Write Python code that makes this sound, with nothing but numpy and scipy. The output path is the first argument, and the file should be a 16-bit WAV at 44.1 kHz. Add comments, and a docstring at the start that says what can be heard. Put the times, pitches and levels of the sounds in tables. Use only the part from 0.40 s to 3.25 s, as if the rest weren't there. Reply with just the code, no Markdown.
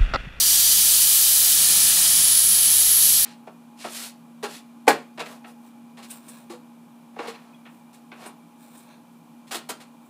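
"""Steam blows from the cylinder drains of a standing locomotive, a few metres away in an open depot.
The jet is noise shaped into a smooth, bright hiss; a narrow band of noise near 10 kHz adds a breathy whistle
that grows and climbs. After a second the top sizzle falls back and a front drain swells into a duller roar.
Low noise rumbles, an idling engine hums on two low tones, and faint pipe rings, echoes and yard noise surround it."""
import sys
import numpy as np
from scipy import signal
from scipy.fft import rfft, irfft
from scipy.io import wavfile
from scipy.ndimage import map_coordinates

SR = 44100
rng = np.random.default_rng(int(sys.argv[2]) if len(sys.argv) > 2 else 0)


def digitize_waveform(pressure):
    """Quantize a signal to 16-bit integers and store it at the path in sys.argv[1].

    Rows of a 2-D input are taken as channels; values are limited to [-1, 1].
    """
    field = np.atleast_2d(pressure).T
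    bounded = np.clip(field, -1, 1)
    quanta = np.round(bounded * 32767).astype(np.int16)
    wavfile.write(sys.argv[1], SR, quanta)


N = 125685   # length of the sound in samples

# Breathy whistle of the jet: (time [s], centre [Hz], level [dB], width [Hz])
WHISTLE_PATH = [(0, 9800, -48, 601.5), (.3, 9850, -26.5, 599), (.65, 10020, -24, 450),
                (.95, 10400, -24.5, 496), (1.12, 10130, -24.5, 599), (1.35, 10040, -21.5, 622),
                (1.6, 9870, -23, 422), (1.78, 9930, -20.5, 501), (1.98, 10300, -17.5, 547),
                (2.15, 10520, -18.5, 524), (2.38, 10760, -18.5, 723), (2.55, 11060, -18.5, 1003),
                (2.85, 11160, -20, 953)]
# Loudness of the main hiss: (time [s], level [dB])
HISS_LOUDNESS = [(0, -18.5), (.1, -17.6), (.4, -17.5), (.75, -18), (1.1, -18), (1.5, -17.5), (1.8, -18),
                 (2.05, -20), (2.2, -20), (2.36, -19), (2.58, -20), (2.7, -18), (2.85, -21)]
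# Loudness of the top sizzle: (time [s], level [dB])
SIZZLE_LOUDNESS = [(0, -23), (.16, -21), (.35, -21.5), (.8, -19.5), (1.07, -19.5), (1.19, -23.5),
                   (1.7, -24.5), (2.05, -24.5), (2.35, -23.5), (2.52, -23), (2.85, -24)]
# Loudness of the duller roar: (time [s], level [dB])
ROAR_LOUDNESS = [(0, -36), (.75, -36.5), (1.08, -35.5), (1.28, -33), (1.75, -33.5), (2.05, -37.5),
                 (2.35, -35.5), (2.85, -38)]
# Loudness of the low rumble: (time [s], level [dB])
RUMBLE_LOUDNESS = [(0, -50.5), (.44, -50), (.52, -54), (1.1, -51), (1.22, -49), (1.45, -46), (1.85, -49.5),
                   (2.2, -51), (2.85, -51)]

# Colours of the noises. Only the shape counts, as each noise is then scaled to rms 1.
# Main hiss: (frequency [Hz], relative level per Hz [dB])
HISS_COLOUR = [(1500, -30), (2700, -13.5), (2980, -2.5), (3330, -3.5), (3560, -4.5), (3750, -2), (3950, -2),
               (4200, -0.5), (5200, -1), (5480, -1), (5900, 0.1), (6200, -0.5), (7500, 0), (8800, 2),
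               (11000, 0.67), (17500, -17)]
# Top sizzle: (frequency [Hz], relative level per Hz [dB])
SIZZLE_COLOUR = [(7000, -26), (10500, 0), (12700, 7), (18000, -1.5)]
# Duller roar: (frequency [Hz], relative level per Hz [dB])
ROAR_COLOUR = [(300, -18.5), (500, -14.5), (670, -8.5), (850, -6), (980, -10), (1120, -7), (1330, -5.5),
               (1480, -7), (1770, -1), (1980, -4), (2120, -8.5), (2370, 1.5), (2700, -4), (3200, -2),
               (4500, -7), (8000, -32)]
# Low rumble: (frequency [Hz], relative level per Hz [dB])
RUMBLE_COLOUR = [(22, -27), (45, -13), (80, -19), (120, -6), (178, 0), (215, -5.5), (290, -7), (400, -13.5),
                 (600, -29), (1500, -50)]
# Diffuse sound of the yard: (frequency [Hz], relative level per Hz [dB])
YARD_COLOUR = [(25, -18), (100, -4), (200, -8), (480, 3.5), (700, 2), (1000, -7), (1400, -23), (2500, -45)]
# Faint side hiss around 8 kHz: (frequency [Hz], relative level per Hz [dB])
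SIDE_HISS_COLOUR = [(3000, -57), (5500, -20), (8000, 10), (9500, 2), (11000, -8), (14000, -31)]

# Rings of the pipe mouth at the start: (centre [Hz], width [Hz], level [dB])
MOUTH_RING_BANDS = [(4647, 590, -27), (5910, 330, -28), (12450, 450, -38)]
# Faint steady rings of the drain pipe: (centre [Hz], width [Hz], level [dB])
PIPE_RING_BANDS = [(1070, 18, -58.5), (1326, 40, -54.5), (2006, 50, -55.5)]
# Tones of the idling engine: (frequency [Hz], level [dB])
HUM_TONES = [(50, -50.5), (100, -58)]

FLUTTER_DB, FLUTTER_HZ = 0.36, 25   # turbulence of the jet: size and speed of its level changes
WHISTLE_JITTER_HZ, JITTER_RATE_HZ = 50.1, 20   # quick waver of the whistle's pitch: size and speed
# Looser, broader hiss around the whistle's core: width, shift upwards, level against the core
SKIRT_WIDTH_HZ, SKIRT_RISE_HZ, SKIRT_DB = 1900, 222.6, -5
RING_FADE_DB_PER_S = 15.5   # the mouth rings fade as the flow settles
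# Weak echoes off rails, wheels and frame; the paths shift as the listener moves
ECHO_MIN_S, ECHO_MAX_S, ECHO_DB = .002, .010, -13.5   # level of all the echoes together
PATH_WANDER_S, PATH_WANDER_HZ = .00005, .5
# A hollow drone joins as the roar swells
DRONE_HZ, DRONE_WIDTH_HZ, DRONE_DB = 178.7, 18, -53.5
DRONE_START_S, DRONE_ATTACK_S = 1.14, .1
HUM_WAVER_DB, HUM_WANDER_RAD = 1.1, .06   # small changes in the hum's level and phase
YARD_DB = -67
SIDE_HISS_DB, SIDE_HISS_FADE_DB_PER_S = -39.5, 11   # starting level and how fast it falls
WHISTLE_SIDE_DB = -21   # side whistle, against the centre one
CUTOFF_HZ = 15740   # top of the sound


def from_db(db):
    """Turn decibels into a number to multiply by."""
    return 10 ** (np.asarray(db) / 20)


def rms_one(x):
    """Scale a sound so its rms (average strength) is 1."""
    return x / np.sqrt(np.mean(x ** 2) + 1e-20)


def in_time(rows):
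    """Draw straight lines between a table's times, giving each column a value for every sample."""
    seconds, *columns = np.transpose(rows)
    now = np.arange(N) / SR
    return [np.interp(now, seconds, column) for column in columns]


def coloured(x, points):
    """Make each frequency louder or softer, following a table of (frequency [Hz], level [dB])."""
    hz, db = np.transpose(points)
    bins = np.maximum(np.fft.rfftfreq(N, 1 / SR), 1)   # at least 1 Hz, so the logarithm works
    gain = from_db(np.interp(np.log(bins), np.log(hz), db))
    return irfft(rfft(x) * gain, N)


def noise(spectrum):
    """Turbulent air or steam: random noise of a given colour, rms 1."""
    return rms_one(coloured(rng.standard_normal(N), spectrum))


def drift(rate_hz):
    """Random wander around zero, rms 1, with changes faster than the rate held back."""
    bins = np.fft.rfftfreq(N, 1 / SR)
    white = rfft(rng.standard_normal(N))
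    slow = irfft(white / (1 + (bins / rate_hz) ** 2), N)
    return rms_one(slow - slow.mean())


def resonant_noise(centre_hz, width_hz):
    """Noise in a resonance, rms 1: a random amplitude on a carrier; its centre and width may move."""
    per_width = 16   # steps through the random amplitude per second, for each Hz of width
    width = np.clip(width_hz * np.ones(N), 5, SR / per_width)
    travel = np.cumsum(width) * per_width / SR   # a wider band reads the amplitude faster
    white = rng.standard_normal(N + 200) + 1j * rng.standard_normal(N + 200)
    b, a = signal.butter(2, 1 / per_width)
    slow = signal.lfilter(b, a, white)[200:]   # skip the filter's start-up
    amplitude = np.interp(travel, np.arange(N), slow)
    cycles = np.cumsum(centre_hz * np.ones(N)) / SR
    carrier = np.exp(2j * np.pi * cycles)
    return rms_one((amplitude * carrier).real)


def jet():
    """Escaping steam: turbulent hiss, top sizzle and duller roar, each with its own level and colour."""
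    layers = [(HISS_LOUDNESS, HISS_COLOUR), (SIZZLE_LOUDNESS, SIZZLE_COLOUR), (ROAR_LOUDNESS, ROAR_COLOUR)]
    total = 0
    for loudness, colour in layers:
        level_db = in_time(loudness)[0] + FLUTTER_DB * drift(FLUTTER_HZ)
        total = total + from_db(level_db) * noise(colour)
    return total


def whistle():
    """The jet sings unsteadily at the valve's edge: a core in a loose skirt, broader late in its climb."""
    hz, db, width = in_time(WHISTLE_PATH)
    core = resonant_noise(hz + WHISTLE_JITTER_HZ * drift(JITTER_RATE_HZ), width)
    skirt = from_db(SKIRT_DB) * resonant_noise(hz + SKIRT_RISE_HZ, SKIRT_WIDTH_HZ)
    return rms_one(core + skirt) * from_db(db)


def pipe_mouth():
    """Broad resonances of the pipe mouth colour the early hiss and fade steadily."""
    fade_db = RING_FADE_DB_PER_S * np.arange(N) / SR
    return sum(from_db(db - fade_db) * resonant_noise(hz, width) for hz, width, db in MOUTH_RING_BANDS)


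def nearby_echoes(x, count=14):
    """Short, slowly shifting reflections add to or cancel the steam, rippling its spectrum."""
    echoes = 0
    for delay in rng.uniform(ECHO_MIN_S, ECHO_MAX_S, count):
        lag = (delay + PATH_WANDER_S * drift(PATH_WANDER_HZ)) * SR   # in samples
        sign = rng.choice([-1, 1])
        echoes = echoes + sign * map_coordinates(x, [np.arange(N) - lag], order=3, mode="mirror")
    return echoes * from_db(ECHO_DB) / np.sqrt(count)


def drain_pipe():
    """The flow keeps a few pipe resonances faintly ringing, then starts a low drone."""
    rings = sum(from_db(db) * resonant_noise(hz, width) for hz, width, db in PIPE_RING_BANDS)
    opening = np.clip((np.arange(N) / SR - DRONE_START_S) / DRONE_ATTACK_S, 0, 1)
    drone = from_db(DRONE_DB) * resonant_noise(DRONE_HZ, DRONE_WIDTH_HZ)
    return rings + opening * drone


def rumble():
    """Low turbulence of the steam spreading over the ballast."""
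    return from_db(in_time(RUMBLE_LOUDNESS)[0]) * noise(RUMBLE_COLOUR)


def engine_hum():
    """The idling engine: two nearly steady low sine tones."""
    turn = 2 * np.pi * np.arange(N) / SR   # phase of a 1 Hz tone
    total = 0
    for hz, db in HUM_TONES:
        gain = np.sqrt(2) * from_db(db + HUM_WAVER_DB * drift(1.1))   # a sine's peak is root 2 times its rms
        start = rng.uniform(0, 2 * np.pi)
        total = total + gain * np.sin(hz * turn + start + HUM_WANDER_RAD * drift(2))
    return total


def surroundings():
    """Distant yard noise, a faint side hiss falling steadily in level, and a separate faint whistle."""
    yard = from_db(YARD_DB) * noise(YARD_COLOUR)
    side_hiss_db = SIDE_HISS_DB - SIDE_HISS_FADE_DB_PER_S * np.arange(N) / SR
    side_hiss = from_db(side_hiss_db) * noise(SIDE_HISS_COLOUR)
    return yard + side_hiss + from_db(WHISTLE_SIDE_DB) * whistle()


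def scene():
    """The locomotive lies straight ahead; the surroundings, opposite in the two ears, give width."""
    steam = jet() + whistle() + pipe_mouth()
    centre = steam + nearby_echoes(steam) + drain_pipe() + rumble() + engine_hum()
    side = surroundings()
    return np.array([centre + side, centre - side])


def record(dry):
    """Cut the top steeply with a long filter."""
    taps = signal.firwin(1001, CUTOFF_HZ, fs=SR, window=("kaiser", 8))
    return signal.fftconvolve(dry, taps[None], mode="same", axes=1)


dry = scene()
out = record(dry)
digitize_waveform(out)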